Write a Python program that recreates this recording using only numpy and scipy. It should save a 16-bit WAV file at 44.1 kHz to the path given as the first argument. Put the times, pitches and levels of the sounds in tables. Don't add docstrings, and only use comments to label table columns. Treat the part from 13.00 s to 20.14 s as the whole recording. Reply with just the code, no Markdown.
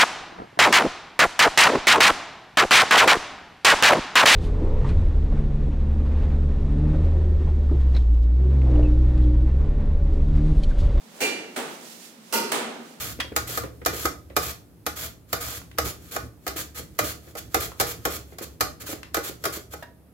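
import sys
import numpy as np
from scipy import signal
from scipy.fft import rfft, irfft, next_fast_len
from scipy.io import wavfile
from scipy.ndimage import uniform_filter1d

SR = 44100
rng = np.random.default_rng(int(sys.argv[2]) if len(sys.argv) > 2 else 0)


def unload_wav(signal):
    wavfile.write(
        sys.argv[1],
        SR,
        np.round(np.clip(np.atleast_2d(signal).T, -1, 1) * 32767).astype(np.int16),
    )


N = 314765
T = np.arange(SR // 2) / SR


def amp(db):
    return 10 ** (np.asarray(db) / 20)

def unit(x):
    return x / np.sqrt(np.mean(x ** 2) + 1e-20)

def along(points, hz):
    f, v = np.transpose(points)
    return np.interp(np.log(hz + 1), np.log(f + 1), v)

def add(track, s, sound):
    part = track[:, max(0, round(s * SR)):][:, :sound.shape[-1]]
    part += sound[..., :part.shape[1]]

def filtered(x, response):
    size = next_fast_len(x.shape[-1] + 8192)
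    return irfft(rfft(x, size) * response(np.fft.rfftfreq(size, 1 / SR)), size)[..., :x.shape[-1]]

# f/Hz, side minus mid/dB
WIDTH = [(60, -12), (250, -10), (700, -6), (1200, 0), (2200, -2), (5500, 1), (8000, -4), (14000, -4)]
def spread(pair):
    side = filtered(pair[1], lambda hz: amp(along(WIDTH, hz)))
    return unit(np.array([pair[0] + side, pair[0] - side]))

def noise(spectrum, size=len(T)):
    return spread(filtered(rng.standard_normal((2, size)), lambda hz: amp(along(spectrum, hz))))

def contact(hz):
    return noise([(hz / 8, -18), (hz / 2.5, -3), (hz * 1.2, 0), (hz * 2.2, -12), (hz * 6, -22)])

def attack(rise):
    return 1 - np.exp(-T / rise)

def fade(rise, t60):
    return attack(rise) * amp(-60 * T / t60)

def radiation(phase, pan_db):
    side = np.array([[.5], [-.5]])
    return unit(amp(side * pan_db)) * np.exp(1j * side * phase)

def ring(modes, scatter_db, damping=0):
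    out = np.zeros((2, len(T)))
    for hz, db, t60, phase, pan_db in modes:
        pitch = hz * (1 + rng.normal(0, .005))
        wave = np.exp(1j * (2 * np.pi * pitch * T + rng.uniform(0, 2 * np.pi)))
        level = db + rng.normal(0, scatter_db) - (60 / t60 + damping) * T
        out += amp(level) * np.real(radiation(phase, pan_db) * wave)
    return out / np.sqrt(sum(amp(mode[1]) ** 2 for mode in modes))

def resonate(force, modes):
    def response(f):
        total = 0
        for k, (hz, db, t60, phase, pan_db) in enumerate(modes):
            peak = 1 / (1 + 2j * np.pi * (f - hz) * t60 / np.log(1000))
            total += (-1) ** k * amp(db) * radiation(phase, pan_db) * peak
        return total
    return unit(filtered(force, response))

# f/Hz, t60/s
KITCHEN_DECAY = [(100, 0.17), (500, 0.44), (1400, 0.28), (4000, 0.29), (9000, 0.28), (16000, 0.23)]
def kitchen(x, wet_db):
    hz, t, bands = signal.stft(noise([(20, 0.02), (20000, 0)]), SR, nperseg=256)
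    decay = amp(-60 * t / along(KITCHEN_DECAY, hz)[:, None])
    tail = signal.istft(bands * decay, SR, nperseg=256)[1][:, :len(T)]
    bloom = 1 - np.exp(-(T / 0.0078) ** 2)
    tail = unit(tail * bloom) / np.sqrt(len(T))
    return x + amp(wet_db) * signal.fftconvolve(x, tail, axes=1)[:, :x.shape[1]]

def reflections(x, db, count=8):
    out = x.copy()
    treble = filtered(x, lambda hz: np.clip(hz / 1500 - 1, 0, 1))
    for delay in rng.uniform(.0008, .009, count):
        add(out, delay, amp(db) * rng.standard_normal((2, 1)) * treble)
    return out

def stroke(start, length, db, change_db, rise, release):
    t = np.arange(N) / SR - start
    from_middle = np.clip(t / length, 0, 1) - .5
    gate = np.clip(t / rise + .5, 0, 1) * np.clip((length - t) / release + .5, 0, 1)
    return gate * amp(db + change_db * from_middle)

# t/s, length/s, level/dB, change from bite to exit/dB
CUTS = [(0.0, 0.13, -39, -9.5), (0.472, 0.12, -38.5, 0), (0.93, 0.13, -39, -0.5), (1.419, 0.1, -38, -4),
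        (1.962, 0.109, -38.5, 2.5), (2.405, 0.18, -39.5, -5.5), (2.847, 0.067, -37.5, -5.5),
        (3.115, 0.049, -39, 2), (3.564, 0.06, -35.5, -1.5), (3.749, 0.05, -40.5, 10),
        (4.039, 0.085, -37.5, -4), (4.372, 0.023, -38, 1), (4.604, 0.062, -35.5, -4.5),
        (4.866, 0.059, -37.5, 1), (5.104, 0.068, -38.5, 0.5), (5.42, 0.025, -38.5, 3),
        (5.803, 0.025, -41.5, 6.5), (5.863, 0.073, -39, 0.5), (6.235, 0.062, -37.5, -1.5),
        (6.525, 0.055, -40, -3), (6.706, 0.034, -49, 20)]
def cutting():
    return sum(stroke(*row, rise=0.013, release=0.013) for row in CUTS)

def cell_bursts():
    strength = amp(2 * rng.standard_normal(N)) * (rng.random(N) < .7)
    return strength * rng.standard_normal((2, N))

# f/Hz, level/dB
RASP_EQ = [(600, -11), (950, -9), (1500, -3), (2050, -5), (2400, -3), (2950, -7), (3310, -1), (3730, -6.5),
           (4240, -3), (5070, -7.5), (6500, -3.5), (7400, -1), (8700, -10), (11800, -1), (15600, -5.5)]
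# f/Hz, level/dB, t60/s, left lead/rad, left minus right/dB
FRAME_LOW = [(312.4, -3, 0.11, 0.7, -9), (393, -12, 0.016, -0.1, -10), (404, -3.5, 0.099, 0.4, -5.5),
             (474.7, 3.5, 0.091, 0.52, 1.5), (594.7, -1, 0.076, 0.7, -13), (651.5, 0.5, 0.07, 0, 12),
             (737.3, -1.5, 0.072, -0.2, 0), (817.5, -3, 0.1, -0.2, 4)]
FRAME_HIGH = [(1113, -2.5, 0.095, -1.3, 0.5), (1190, -0.5, 0.11, -3, 2), (1259.7, 5, 0.067, 1.02, -2.5),
              (1397, 1, 0.072, -2.5, 2), (1456, 1.5, 0.076, -2.3, -0.5), (1557, -6.5, 0.045, 0, -3),
              (1733, -3.5, 0.052, 0.5, 13), (1866, -5, 0.065, -2.5, 8), (2025, -2, 0.066, -2, -1),
              (2400, -10, 0.13, -5.5, -2.5)]
def slicing(force):
    grain = amp(1.2 * unit(uniform_filter1d(rng.standard_normal(N), 180)))
    hiss = spread(filtered(cell_bursts(), lambda hz: amp(along(RASP_EQ, hz))))
    drag = cell_bursts()[0]
    body = amp(-10) * resonate(drag, FRAME_LOW) + amp(-7) * resonate(drag, FRAME_HIGH)
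    return kitchen(force * grain * (amp(4.5) * hiss + body), wet_db=-6.5)

# t/s, level/dB
LEANS = [(0.2, -45), (0.42, -42.5), (0.63, -35.5), (1.14, -48), (2.09, -50), (2.46, -44), (2.62, -49),
         (2.86, -36), (3.25, -39), (3.82, -42.5), (3.92, -46), (4.06, -38.5), (4.47, -43), (4.99, -44),
         (5.5, -53), (5.7, -42), (6.76, -59)]
TREMOR = [(0, -42.5), (1.0, -47), (1.85, -51.5), (2.25, -54), (2.7, -46), (3.4, -51), (6.0, -49.5),
          (6.8, -53.5), (7.14, -62)]
# f/Hz, level/dB
RUMBLE_EQ = [(20, -57), (30, -38), (40, -20), (48, -13), (62, -5.5), (71, 4.5), (84, -6.5), (98, -6),
             (119, -2.5), (140, -20), (161, -6.5), (195, -20), (310, -12), (500, -34), (900, -44)]
def worktop(cut):
    t = np.arange(N) / SR
    decay = fade(rise=.008, t60=0.49) ** 2
    power = np.abs(signal.fftconvolve((amp(-6.5) * cut) ** 2, decay / decay.sum()))[None, :N]
    for s, _, _, knock_db, _ in CLACKS:
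        add(power, s, amp(knock_db - 14) ** 2 * decay)
    for s, db in LEANS:
        power += amp(db) ** 2 * np.exp(-((t - s) / 0.029) ** 2)
    tremor = amp(np.interp(t, *np.transpose(TREMOR)))
    return np.sqrt(power + tremor ** 2) * noise(RUMBLE_EQ, N)

# f/Hz, level/dB
ROOM_EQ = [(20, -25.5), (30, -8), (42, 18), (70, 20), (150, 31), (300, 24.5), (600, 17.5), (900, 8.5),
           (1500, 4.5), (3000, -4), (7000, -10), (12000, 1), (15500, -6.5), (16500, -27)]
def room_tone():
    return amp(-55) * noise(ROOM_EQ, N)

# t/s, level/dB
BUMPS = [(0.189, -30.5), (0.245, -39.5), (0.319, -31.5), (0.491, -31.5), (0.637, -26.5), (0.815, -31.5),
         (0.88, -25.5), (0.932, -29.5), (1.047, -25), (1.302, -37), (2.859, -28.5), (3.154, -28.5),
         (3.558, -32), (3.584, -39), (3.793, -35), (4.038, -27.5), (4.274, -39), (4.565, -21),
         (4.824, -24.5), (5.069, -21.5), (5.323, -37), (5.409, -29), (5.835, -34), (5.89, -30.5),
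         (5.929, -28), (6.17, -22), (6.294, -32), (6.463, -21), (6.568, -32.5)]
# f/Hz, level/dB
THUD_EQ = [(100, -22.5), (220, -9.5), (320, 2), (480, -3), (650, -9), (900, -23), (2000, -20.5),
           (6000, -47)]
def bumps():
    out = np.zeros((2, N))
    for s, db in BUMPS:
        add(out, s, amp(db) * noise(THUD_EQ) * fade(rise=0.0016, t60=0.083))
    return out

# t/s, contact level/dB, ring level/dB, contact centre f/Hz
CLINKS = [(0.2, -12, -23.5, 2450), (6.824, -26.5, -27.5, 1300)]
# f/Hz, level/dB, t60/s
UTENSIL_MODES = [
    [(758, 5, 0.05), (2024, 10.5, 0.065), (2840, 6, 0.079), (3260, 8.5, 0.15), (3360, -13.5, 0.17),
     (3300, -12, 0.27), (4160, -9, .08)],
    [(650, 13, 0.035), (955, 4.5, 0.097), (1520, -7, .12), (1680, -2, 0.089), (1860, -3, 0.12),
     (2790, -6, 0.09)],
]
def clinks():
    out = np.zeros((2, N))
    for (s, contact_db, ring_db, hz), modes in zip(CLINKS, UTENSIL_MODES):
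        centred = [(*mode, 0, 0) for mode in modes]
        metal = amp(ring_db + 1.5) * ring(centred, scatter_db=0.5) * attack(0.0022)
        rattle = amp(contact_db) * contact(hz) * fade(rise=0.0053, t60=0.049)
        add(out, s, metal + rattle)
    return kitchen(out, wet_db=-8)

# t/s, crack level/dB, ring level/dB, knock level/dB, hand damping/(dB/s)
CLACKS = [(0.3626, -13.5, -21.5, -22.5, 0), (0.574, -21.5, -22, -23, 400), (0.860, -13.5, -20.5, -18.5, 50),
          (1.054, -18, -19.5, -21, 350), (1.3652, -13.5, -17.5, -17, 50), (1.8644, -18, -25, -24, 0),
          (2.329, -16.5, -23, -20, 100), (2.784, -16, -19, -18.5, 252), (3.162, -25, -24, -24.5, 300),
          (3.466, -26, -28, -26, 103), (3.477, -21.5, -39, -25, 100), (3.9889, -14, -19.5, -17.5, 100),
          (4.352, -36, -37.5, -29.5, 50), (4.544, -15, -19, -17, 50), (4.799, -13.5, -26, -19, 46),
          (4.808, -15, -22.5, -20.5, 50), (5.052, -18, -21, -20, 48), (5.384, -31, -39, -40, 50),
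          (5.6075, -14, -20, -19, 50), (6.144, -17.5, -22.5, -27, 100), (6.168, -24, -25.5, -24, 100),
          (6.439, -23, -28, -30, 103.5), (6.453, -19, -22, -25.5, 100), (6.736, -34.5, -35.5, -29.5, 99)]
# f/Hz, level/dB
SNAP_EQ = [(1000, -26), (5000, -7), (8700, -11), (12000, -1.5), (15500, -6)]
CRACK_EQ = [(600, -12.5), (1200, 0.5), (2000, 3), (2800, -2.5), (4000, -0.5), (5500, -2), (7400, 0.5),
            (8700, -8), (10000, -5.5), (12000, -0.5), (15500, -7.5), (17000, -12)]
HEAVE_EQ = [(150, -20), (350, -15.5), (780, 6.5), (960, -11.5), (1300, -5), (2100, -14.5), (4000, -31)]
def clacks():
    out = np.zeros((2, N))
    knots = T[::40]
    for s, crack_db, ring_db, knock_db, damping in CLACKS:
        chatter = amp(1.45 * np.interp(T, knots, rng.standard_normal(len(knots))))
        snap = amp(crack_db - 2) * noise(SNAP_EQ) * fade(rise=0.00015, t60=0.023)
        crack = amp(crack_db + 0.5) * noise(CRACK_EQ) * chatter * fade(rise=0.0018, t60=0.045)
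        plate = amp(ring_db + 5.5) * ring(FRAME_HIGH, scatter_db=2.5, damping=damping) * attack(0.001)
        knock = amp(knock_db + 2) * ring(FRAME_LOW, scatter_db=1.5, damping=damping / 2) * attack(0.0023)
        heave = amp((ring_db + knock_db) / 2 + 3) * noise(HEAVE_EQ) * fade(rise=0.0051, t60=0.048)
        touch = amp(crack_db - 26) * noise(CRACK_EQ) * fade(rise=.004, t60=.1)
        add(out, s - .008, touch)
        add(out, s, kitchen(snap + crack, wet_db=-6) + kitchen(plate + knock, wet_db=-6.5))
        add(out, s + 0.001965, heave)
    return out

# t/s, level/dB, centre f/Hz
TICKS = [(0.636, -34, 794), (0.821, -59, 1490), (0.85, -29.5, 6000), (1.3, -52.5, 2500),
         (2.616, -43.5, 1040), (2.714, -45.5, 2060), (2.778, -36, 1830), (4.718, -38, 1040),
         (6.031, -34.5, 2090)]
def ticks():
    out = np.zeros((2, N))
    for s, db, hz in TICKS:
        add(out, s, amp(db + 4) * contact(hz) * fade(rise=0.00023, t60=0.027))
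    return out

# t/s, length/s, level/dB
GLIDES = [(2.287, 0.056, -53.5), (3.008, 0.1, -53.5), (3.42, 0.049, -60), (3.932, 0.048, -62),
          (4.22, 0.098, -56), (4.508, 0.05, -51.5), (4.76, 0.04, -55.5), (5.014, 0.075, -54),
          (5.265, 0.082, -59.5), (5.5, 0.05, -64), (6.403, 0.067, -54), (6.772, 0.055, -61)]
def gliding():
    return sum(stroke(*row, change_db=3.5, rise=.037, release=0.02) for row in GLIDES)

def scene():
    cut = cutting()
    force = cut + amp(-3) * gliding()
    slicer = reflections(clacks() + slicing(force), db=-19)
    handling = kitchen(bumps() + ticks(), wet_db=-5)
    return (slicer + handling + clinks() + worktop(cut) + room_tone()) * amp([[-.5], [.5]])

def record(dry):
    cutoff_hz = 15950
    return filtered(dry, lambda hz: 1 / (1 + (hz / cutoff_hz) ** 120))

dry = scene()
out = record(dry)
unload_wav(out)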